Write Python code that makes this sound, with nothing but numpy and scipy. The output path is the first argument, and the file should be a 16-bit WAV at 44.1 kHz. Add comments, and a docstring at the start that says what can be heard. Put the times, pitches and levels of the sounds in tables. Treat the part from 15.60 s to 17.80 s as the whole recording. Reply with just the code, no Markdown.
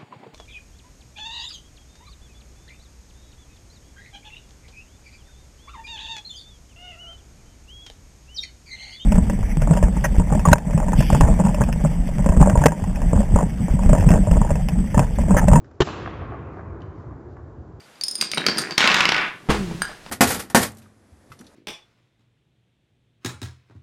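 """Faint ticks over a low rumble, then a hard ball smacks into something close to the microphone in a
large gym: a crack and a second slap just after it, both ringing the struck thing's damped modes.
The walls throw the crack back, duller from far off, and the hall rings for seconds, the treble dying
first and the bass swelling late. The players' small knocks and rustling clothes sit low underneath.
One microphone; the recorder rounds off the peaks and cuts the top treble."""
import sys
import numpy as np
from scipy import signal
from scipy.fft import rfft, irfft
from scipy.io import wavfile
from scipy.ndimage import uniform_filter1d

SR = 44100
rng = np.random.default_rng(int(sys.argv[2]) if len(sys.argv) > 2 else 0)


def inscribe(sig):
    """Save sig as 16-bit PCM at rate SR to the path in sys.argv[1].

    A 1-D sig is mono; a 2-D sig holds one channel per row.
    Samples are clipped to [-1, 1] before scaling.
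    """
    pcm = np.round(np.clip(np.atleast_2d(sig).T, -1, 1) * 32767)
    wavfile.write(sys.argv[1], SR, pcm.astype(np.int16))


N = 97020

# blows of the ball, close up, and how hard each drives the modes in four registers
# (time [s], crack level [dB], crack t60 [s], thud [dB], body [dB], knock [dB], ring [dB])
BLOWS = [(0.204, -16.5, 0.025, -27.5, -27.5, -19.5, -34.5), (0.2059, -10, 0.043, -22, -8, -19, -28.5),
         (.2178, -21, 0.025, -19, -31, -19, -19.5), (.2200, -14.5, 0.044, -12.5, -22.5, -19, -20)]
# centres of those registers (thud [Hz], body [Hz], knock [Hz], ring [Hz])
REGISTER_HZ = [140, 400, 1150, 3000]
# modes of the struck thing (frequency [Hz], level [dB], t60 [s])
STRUCK_MODES = [(89, -9, 0.032), (146, -0.5, 0.072), (376, 1.5, 0.07), (418.4, -6, 0.067),
                (672, -5.5, 0.076), (882, -11, 0.046), (1128, 3.5, 0.03), (1490, -7, 0.033),
                (1779, -6.5, 0.041), (2894, 0, 0.023), (3036, -5.5, 0.044), (4210, -15.5, 0.044),
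                (5486, -20, 0.039)]
# colour of the crack (frequency [Hz], relative level [dB])
CRACK_SPECTRUM = [(30, -24), (120, 1), (300, 3.5), (700, -1.5), (1300, -1.5), (2100, -13), (3400, -9.5),
                  (5000, -18), (7600, -21.5)]
# the two slaps as they leave for the walls (time [s], level [dB], t60 [s])
SLAPS = [(0.2043, -12, 0.017), (0.2194, -14, 0.017)]
# wall echoes, near to far (delay [s], gain [dB], treble edge [Hz])
WALL_ECHOES = [(.058, -25.5, 6000), (.0685, -10.5, 3000), (0.078, -18.5, 3000), (0.125, -12.5, 2200),
               (0.214, -17.5, 1800), (.256, -8.5, 2500), (0.414, -15.5, 1400), (0.517, -13.5, 1600),
               (0.539, -14, 1200), (0.766, -18.5, 1300), (0.789, -16.5, 1300), (1.305, -22.5, 1200)]
# ring of the hall (frequency [Hz], relative starting level [dB], t60 [s])
HALL_BANDS = [(25, -23, 3.4), (45, -22.5, 1.7), (65, 4.5, 11), (88, 7, 8.5), (143, 1, 8.8), (204, -5, 5.6),
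              (254, -6, 9), (350, -3.5, 9.5), (515, -10, 6.5), (850, -15, 7.6), (1065, -9, 5.18),
              (1500, -16.5, 5.12), (2120, -20.5, 3.37), (2830, -17.5, 1.55), (4130, -20.5, 1.04),
              (5300, -24, 0.85), (7940, -23.5, 0.48)]
# swell and sink of the hall's bass (time [s], gain [dB])
BASS_SWELL = [(.25, -5), (.31, -9), (.38, -8.5), (.46, -1.5), (.52, 1), (.59, 0.5), (.74, 3.5), (.84, 0.5),
              (.97, -4), (1.06, 0.5), (1.15, 5), (1.37, 0), (1.49, 5), (1.61, -1.5), (1.85, -0.5),
              (1.98, 2.5), (2.2, 6)]
# players' ticks and knocks (time [s], level [dB], centre [Hz], t60 [s], relative broadband click [dB])
TICKS = [(0.0443, -44.5, 1400, .02, -24.5), (0.056, -57, 1400, .025, -19), (0.112, -50, 1400, .025, -23),
         (0.155, -64.5, 4840, .012, -20), (1.205, -54, 3700, .015, -19), (1.2187, -48, 3100, .02, -13),
         (1.7683, -33, 1150, .025, -47.5)]
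# rustles of clothing (time [s], level [dB], half length [s])
RUSTLES = [(0.062, -76, 0.022), (0.964, -75, 0.054), (1.222, -72, 0.014), (1.397, -75.5, .07),
           (1.72, -76, .035)]
# rumble and hiss of the room (frequency [Hz], relative level [dB])
ROOM_SPECTRUM = [(20, -20.5), (45, 0), (90, 11.5), (180, -4), (380, 2), (600, -7), (1200, -14),
                 (2000, -28.5), (3000, -35.5), (5000, -38), (7600, -40)]

ECHO_LOW_HZ, SCATTER_T60_S, SCATTER_DB = 277, 0.036, -4.5
HALL_DB, HALL_ONSET_S, HALL_RISE_S = -36.5, 0.225, 0.047
BASS_EDGE_HZ, PATCHY_DB, FLUTTER_DB = 160, 1, 0.54
TICK_WIDTH_OCT, TICK_ROOM_DB, TICK_ROOM_T60_S = 0.31, -4, 0.73
ROOM_DB, CEILING_DB, TREBLE_CUT_HZ = -48, -1.5, 7730


def ball_impact():
    """Close to the microphone, each blow makes a short crack and rings the same damped modes."""
    t, out = np.arange(SR // 4) / SR, np.zeros(N)
    for start, crack_db, crack_t60, *register_db in BLOWS:
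        add(out, start, amp(crack_db) * crack(crack_t60))
        for hz, db, t60 in STRUCK_MODES:
            drive_db = np.interp(np.log(hz), np.log(REGISTER_HZ), register_db)
            mode = -np.sin(2 * np.pi * hz * t) * fade(t, t60)
            add(out, start, amp(db + drive_db) * mode)
    return out


def crack(t60):
    """The hard contact itself: a burst of noise with a very sharp front."""
    return burst(lambda f: amp(read(CRACK_SPECTRUM, f)), t60, rise_s=0.00041)


def wall_echoes():
    """The walls return the double slap from a distance, duller and partly scattered."""
    out = np.zeros(N)
    for delay, echo_db, edge_hz in WALL_ECHOES:
        wall = signal.butter(3, [ECHO_LOW_HZ, edge_hz], "band", fs=SR, output="sos")
        for start, slap_db, t60 in SLAPS:
            reflected = signal.sosfilt(wall, crack(t60)[:SR // 8])
            add(out, start + delay, amp(echo_db + slap_db) * reflected)
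    return out + amp(SCATTER_DB) * scatter(out, SCATTER_T60_S)


def hall_ring():
    """The gym's diffuse ring: each band dies at its own speed, the bass swells, the level flutters."""
    frames = dict(nperseg=2048, noverlap=1792)
    hz, t, bands = signal.stft(rng.standard_normal(N), SR, **frames)
    hz = hz[:, None]
    patches = uniform_filter1d(rng.standard_normal(bands.shape), size=16, axis=0)  # across frequency
    patches = unit(uniform_filter1d(patches, size=8, axis=1))  # across time
    bass_share = np.exp(-(hz / BASS_EDGE_HZ) ** 2)
    swell_db = np.interp(t + HALL_ONSET_S, *np.transpose(BASS_SWELL)) * bass_share
    bands *= amp(read(HALL_BANDS, hz) + swell_db + PATCHY_DB * patches)
    bands *= fade(t, read(HALL_BANDS, hz, column=2))
    ring = signal.istft(bands, SR, **frames)[1][:N]
    flutter = unit(uniform_filter1d(uniform_filter1d(rng.standard_normal(N), size=500), size=200))
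    build_up = np.minimum(np.arange(N) / SR / HALL_RISE_S, 1)
    out = np.zeros(N)
    add(out, HALL_ONSET_S, amp(HALL_DB) * unit(ring * amp(FLUTTER_DB * flutter) * build_up))
    return out


def player_ticks():
    """Small contacts from the players, each a broad resonance and a click with a little room on it."""
    out = np.zeros(N)
    for start, db, hz, t60, click_db in TICKS:
        tick = burst(lambda f: hump(f, hz, TICK_WIDTH_OCT) + amp(click_db), t60, rise_s=0.001)
        add(out, start, amp(db) * tick)
    return out + amp(TICK_ROOM_DB) * scatter(out, TICK_ROOM_T60_S)


def clothing_rustles():
    """Cloth slides softly as the player near the microphone moves."""
    t = np.arange(N) / SR
    level = sum(amp(db) * np.exp(-((t - peak) / half) ** 2) for peak, db, half in RUSTLES)
    return level * noise(lambda f: hump(f, hz=4000, octaves=0.6))


def room_tone():
    """The gym's steady rumble and faint hiss, behind everything."""
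    return amp(ROOM_DB) * noise(lambda f: amp(read(ROOM_SPECTRUM, f)))


def amp(db):
    """Decibels to gain."""
    return 10 ** (np.asarray(db) / 20)


def unit(x):
    """Scales to rms 1."""
    return x / np.sqrt(np.mean(x ** 2) + 1e-20)


def read(table, hz, column=1):
    """One column of a table, interpolated along log frequency."""
    table = np.array(table)
    return np.interp(np.log(hz + 1), np.log(table[:, 0]), table[:, column])


def hump(f, hz, octaves):
    """Gain of a broad resonance around hz."""
    return np.exp(-.5 * (np.log2((f + 1) / hz) / octaves) ** 2)


def fade(t, t60):
    """Exponential decay, 60 dB in t60."""
    return np.exp(-np.log(1000) * t / t60)


def add(mix, start, sound):
    """Mixes a sound in at start seconds."""
    part = mix[max(round(start * SR), 0):][:len(sound)]
    part += sound[:len(part)]


def noise(gain):
    """Noise of rms 1 whose spectrum is shaped by gain(Hz)."""
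    hz = np.fft.rfftfreq(N, 1 / SR)
    return unit(irfft(rfft(rng.standard_normal(N)) * gain(hz), N))


def burst(gain, t60, rise_s):
    """A short puff of coloured noise that rises and dies away."""
    t = np.arange(N) / SR
    return noise(gain) * np.minimum(t / rise_s, 1) * fade(t, t60)


def scatter(x, t60):
    """Smears a sound over a dying cloud of reflections of the same energy."""
    cloud = rng.standard_normal(N) * fade(np.arange(N) / SR, t60)
    return signal.fftconvolve(x, cloud / np.linalg.norm(cloud))[:N]


def scene():
    """At the microphone, in mono: the close impact, the gym's answer, the players and the room tone."""
    ball = ball_impact() + wall_echoes() + hall_ring()
    return (ball + player_ticks() + clothing_rustles() + room_tone())[None]


def record(dry):
    """The recorder rounds off the loudest peaks, then cuts the treble steeply."""
    rounded = amp(CEILING_DB) * np.tanh(dry / amp(CEILING_DB))
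    lowpass = signal.firwin(401, TREBLE_CUT_HZ, window=("kaiser", 8), fs=SR)
    return signal.oaconvolve(rounded, lowpass[None], "same")


dry = scene()
out = record(dry)
inscribe(out)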